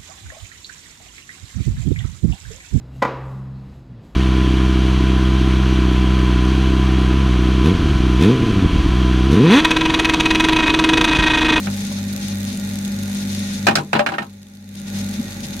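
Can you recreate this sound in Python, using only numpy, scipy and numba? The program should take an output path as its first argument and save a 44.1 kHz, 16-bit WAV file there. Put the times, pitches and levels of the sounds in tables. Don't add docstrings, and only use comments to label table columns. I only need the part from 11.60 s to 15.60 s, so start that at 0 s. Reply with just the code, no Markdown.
import sys
import numpy as np
from scipy import signal
from scipy.fft import rfft, irfft
from scipy.io import wavfile
from scipy.ndimage import uniform_filter1d
from numba import njit

SR = 44100
rng = np.random.default_rng(int(sys.argv[2]) if len(sys.argv) > 2 else 0)


def generate_wav(sig):
    pcm = np.round(np.clip(np.atleast_2d(sig).T, -1, 1) * 32767).astype(np.int16)
    wavfile.write(sys.argv[1], SR, pcm)


N = 176400


def undb(db):
    return 10 ** (np.asarray(db) / 20)


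def unit(x):
    return x / np.sqrt(np.mean(x ** 2))


def pan(db):
    return undb(np.array([[db], [-db]]) / 2)


def widen(mid, side, side_db):
    return mid + undb(side_db) * side * np.array([[1], [-1]])


def colour(x, points):
    hz, db = np.array(points).T
    f = np.maximum(np.fft.rfftfreq(x.shape[-1], 1 / SR), 1)
    return irfft(rfft(x) * undb(np.interp(np.log(f), np.log(hz), db)), x.shape[-1])


def drift(rate_hz):
    span = int(SR / rate_hz)
    steps = np.repeat(rng.standard_normal(N // span + 1), span)
    return unit(uniform_filter1d(uniform_filter1d(steps, span), span)[:N])


def compressor():
    # pitch in Hz, level in dB.
    hum_tones = [(48.4, -47), (145.3, -48), (226, -43.5), (246, -43.5), (299.8, -53), (339, -53.5),
                 (436, -55.5), (560, -52.5)]
    # frequency in Hz, gain in dB.
    rumble_eq = [(25, -26), (75, -16), (120, -8), (170, -2), (240, -1), (285, -11.5), (350, -15),
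                 (480, -25), (900, -43.5)]
    mains_hz, beat_hz, beat_peak_s = 100, 3.06, .13
    thud_s, thud_hz, thud_width_s = 3.602, 225, .008
    t = np.arange(N) / SR
    since_thud = t - thud_s

    def tone(hz):
        phase = 2 * np.pi * (hz * t + rng.random()) + 0.36 * drift(3.72)
        return np.sqrt(2) * np.sin(phase) * undb(.7 * drift(9))

    hum = sum(undb(db) * tone(hz) for hz, db in hum_tones)
    turn = 2 * np.pi * (t - beat_peak_s)
    mains = undb(-39) * np.cos(mains_hz * turn)
    motor = undb(-34 + 1.2 * drift(5)) * np.cos((mains_hz - beat_hz) * turn + .2 * drift(2.77))
    beat = np.sqrt(2) * (mains + motor) * undb(-7.5 * np.clip(since_thud / thud_width_s, 0, 1))
    drone = tone(hz=199.4) * undb(-25 - 10 * np.clip((since_thud + thud_width_s) / 0.016, 0, 1))
    thud = undb(-11) * np.exp(-(since_thud / thud_width_s) ** 2) * np.cos(2 * np.pi * thud_hz * since_thud)
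    mid, side = unit(colour(rng.standard_normal((2, N)), rumble_eq))
    rumble = undb(-33.5) * widen(mid, side, side_db=-18.5)
    return (hum + beat + drone + thud + rumble) * pan(0.63)


def hiss(eq):
    return unit(colour(widen(*rng.standard_normal((2, N)), side_db=0), eq))


def wash():
    # frequency in Hz, gain in dB.
    wash_eq = [(300, -9.5), (480, 2.5), (570, 11.5), (710, -2), (820, 10), (900, -0.5), (1300, -6.5),
               (1420, 0), (1680, -0.5), (1880, -1.5), (2000, 1), (2450, 0), (3200, -10), (3650, -5.5),
               (5500, -4.5), (6250, -1), (6600, 3), (7200, -8), (9000, -5), (10700, -8), (11700, -0.5),
               (16000, -43)]
    return hiss(wash_eq) * undb(-37 + 0.52 * drift(14)) * pan(-1.5)


def droplets(per_second=150, decay_s=.0005, scatter_db=4.3):
    # frequency in Hz, gain in dB.
    tick_eq = [(800, -20), (2000, -6), (4000, -2), (9000, 0), (13000, -6), (16000, -13)]
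    lands = rng.random(N) < per_second / SR
    hits = lands * undb(scatter_db * np.clip(rng.standard_normal(N), -2, 1))
    envelope = signal.lfilter([1], [1, -np.exp(-1 / (decay_s * SR))], hits)
    ticks = envelope * rng.standard_normal((2, N))
    return unit(colour(ticks, tick_eq)) * undb([[-38.5], [-40.5]])


def spurts(edge_s=0.005):
    # start in seconds, length in seconds, relative level in dB.
    bursts = [(0.028, 0.039, 2), (0.117, 0.042, -1), (0.17, 0.23, 0), (0.484, 0.031, -1.5),
              (0.611, 0.12, 1), (0.862, 0.087, 0.5), (1.552, .09, 1), (1.693, 0.3, 1.5), (3.165, 0.035, 3),
              (3.267, 0.026, 0.5), (3.342, 0.074, 1), (3.53, 0.038, -2), (3.83, 0.028, 3),
              (3.929, 0.017, 2)]
    # frequency in Hz, gain in dB.
    spray_eq = [(800, -2), (1500, -11.5), (1900, 1), (2900, 0.5), (3700, 0), (5000, 4), (6400, 5.5),
                (8000, -5.5), (9800, 2), (11500, -24), (16000, -34)]
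    t = np.arange(N) / SR
    gate = sum(undb(db) * ((t > start) & (t < start + length)) for start, length, db in bursts)
    flow = uniform_filter1d(gate, int(edge_s * SR) + 1) * undb(0.78 * drift(82))
    return hiss(spray_eq) * flow * undb(-38) * pan(3.3)


def water():
    # centre in Hz, width in Hz, gain in dB.
    hollows = [(1427, 20, 9), (1884, 24, 11), (2416, 87, 2.5), (3650, 290, 7.5), (4200, 76, 7.5),
               (6530, 170, 4), (12600, 210, -11.5)]
    # frequency in Hz, gain in dB.
    right_eq = [(300, 1), (600, -3.5), (980, -6.5), (1200, 2.5), (2300, 0), (3700, 5.5), (5000, 1),
                (6700, -4), (8000, -6), (10000, -26.5), (11300, -6.5), (16000, -8)]
    f = np.fft.rfftfreq(N, 1 / SR)
    resonance_db = sum(db / (1 + (2 * (f - hz) / width) ** 2) for hz, width, db in hollows)
    spray = irfft(rfft(wash() + spurts()) * undb(resonance_db), N)
    left, right = spray + droplets()
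    return np.array([left, colour(right, right_eq)])


def knock(levels_db, favoured_hz):
    # pitch in Hz, relative level in dB.
    bin_modes = [(147, -6.5), (218, -0.5), (345, -5.5), (414, -9), (591, 2.5), (680, 1.5), (800, 11),
                 (957, -2), (1151, -6), (1301, 0.5), (1398, -4), (1464, -4), (1650, -10), (1832, 0),
                 (2130, -7), (2444, -4.5), (2492, -9.5), (2890, -6.5), (3330, -11), (3520, -17),
                 (4070, 4.5), (5190, -7)]
    # frequency in Hz, gain in dB.
    cavity_eq = [(100, -0.5), (400, 0.5), (700, 6.5), (1600, 11), (2020, -1.5), (2500, 4.5), (5000, 1.5),
                 (7500, -8), (11000, -21), (16000, -24)]
    # low and high edge in Hz, rise in seconds,
    # seconds for the reflections to fall 60 dB.
    bands = [(113, 321, 0.01, 0.23), (314, 1420, 0.00067, 0.13), (1200, 2470, 0.001, 0.08),
             (3740, 25000, 0.00046, 0.081)]
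    t = np.arange(SR // 3) / SR
    hz, db = np.array(bin_modes).T[:, :, None]
    ring_t60 = .125 * (hz / 1000) ** -.25
    db = db + 13 * np.exp(-(np.log2(hz / favoured_hz) / .07) ** 2)
    phase = rng.uniform(0, 2 * np.pi, (2, len(hz), 1))
    modes = undb(db) * np.exp(-np.log(1000) * t / ring_t60) * np.sin(2 * np.pi * hz * t + phase)
    ring = undb(-15) * modes.sum(axis=1)
    reflections = unit(colour(rng.standard_normal((2, len(t))), cavity_eq))
    out = 0
    for k, ((low, high, rise, t60), level) in enumerate(zip(bands, levels_db)):
        strike = (ring + reflections * np.exp(-np.log(1000) * t / t60)) * (1 - np.exp(-t / rise))
        bandpass = signal.butter(2, [low, min(high, SR / 2 - 1000)], 'band', fs=SR, output='sos')
        mid, side = signal.sosfilt(bandpass, strike)
        band = widen(mid, side * (k > 0), side_db=-1)
        onset_rms = np.sqrt(np.mean(band[:, :SR // 40] ** 2, axis=1, keepdims=True))
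        out = out + band / onset_rms * undb(level)
    return out


def ice(graze_s=.006, graze_db=-11.5):
    # start in seconds, relative levels of thump, body, clack and
    # crack in dB, favoured mode in Hz.
    bounces = [(2.068, -25, -8.5, -5, -15.5, 2492), (2.074, -11.5, -10.5, -7, -36, 680),
               (2.084, -6.5, -1.5, -0.5, -16, 2492), (2.109, -11.5, -10, -9, -24, 218),
               (2.154, -10.5, -6, 0, -5.5, 3520), (2.171, -13, -10.5, -5, -28, 147),
               (2.184, -19.5, -10, -10, -21, 957), (2.330, -4, 0, 2, -16.5, 957),
               (2.351, -8, -2, -1.5, -26, 1151), (2.362, -12, -3.5, -3.5, -25, 800),
               (2.392, -32, 2, 2.5, -15.5, 591), (2.405, -14.5, -3, -7.5, -26, 591),
               (2.462, -9.5, -1.5, 4, -14, 1650), (2.487, -17.5, -6.5, -2.5, -22.5, 1650),
               (2.519, -10, -7, -10.5, -25.5, 1398), (2.538, -30, -9, -5, -27.5, 1480),
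               (2.582, -12, -3.5, 2, -20.5, 1832), (2.619, -26, -12.5, -11, -36, 1301)]
    taps = [(0.069, -27, -26, -22, -52, 1398), (0.313, -42, -37, -46, -61, 591),
            (.382, -44, -40, -38, -60, 591)]
    # frequency in Hz, gain in dB.
    left_eq = [(100, -6), (400, -1), (480, 2), (650, 0.5), (1050, 5), (1400, -11.5), (2400, -10.5),
               (4000, -2.5), (6000, -4.5), (9000, 4), (16000, 1.5)]
    right_eq = [(100, -9.5), (400, 0), (600, -3), (1000, -4), (1200, -2), (1600, -5.5), (2400, -5),
                (5000, 1.5), (9000, -4.5), (16000, -4)]
    out = np.zeros((2, N + SR))
    for start, *levels, favoured_hz in bounces + taps:
        hit = knock(levels, favoured_hz)
        at = int(start * SR)
        out[:, at:at + hit.shape[1]] += hit
    for start, *levels, favoured_hz in bounces:
        graze = knock(np.array(levels) + graze_db, favoured_hz)
        at = int((start + graze_s * (.5 + rng.random())) * SR)
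        out[:, at:at + graze.shape[1]] += graze
    return np.array([colour(out[0, :N], left_eq), colour(out[1, :N], right_eq)])


def scene():
    return ice() + compressor() + water()


@njit
def duck(over_db, attack_s, hold_s, release_db_per_s):
    out, cut, wait = np.zeros(len(over_db)), 0., 0.
    for i in range(len(over_db)):
        if over_db[i] > cut:
            cut += (over_db[i] - cut) / (attack_s * SR)
            wait = hold_s * SR
        elif wait > 0:
            wait -= 1
        else:
            cut = max(cut - release_db_per_s / SR, 0.)
        out[i] = cut
    return out


def record(dry):
    threshold_db, top_hz = -14.5, 16100
    power = uniform_filter1d(np.mean(dry ** 2, axis=0), SR // 100)
    over_db = 10 * np.log10(np.maximum(power, 1e-12)) - threshold_db
    cut_db = duck(over_db, attack_s=0.018, hold_s=0.62, release_db_per_s=46)
    clipped = np.clip(dry * undb(-cut_db), -1, 1)
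    return signal.sosfilt(signal.ellip(8, .2, 70, top_hz, fs=SR, output="sos"), clipped)


dry = scene()
out = record(dry)
generate_wav(out)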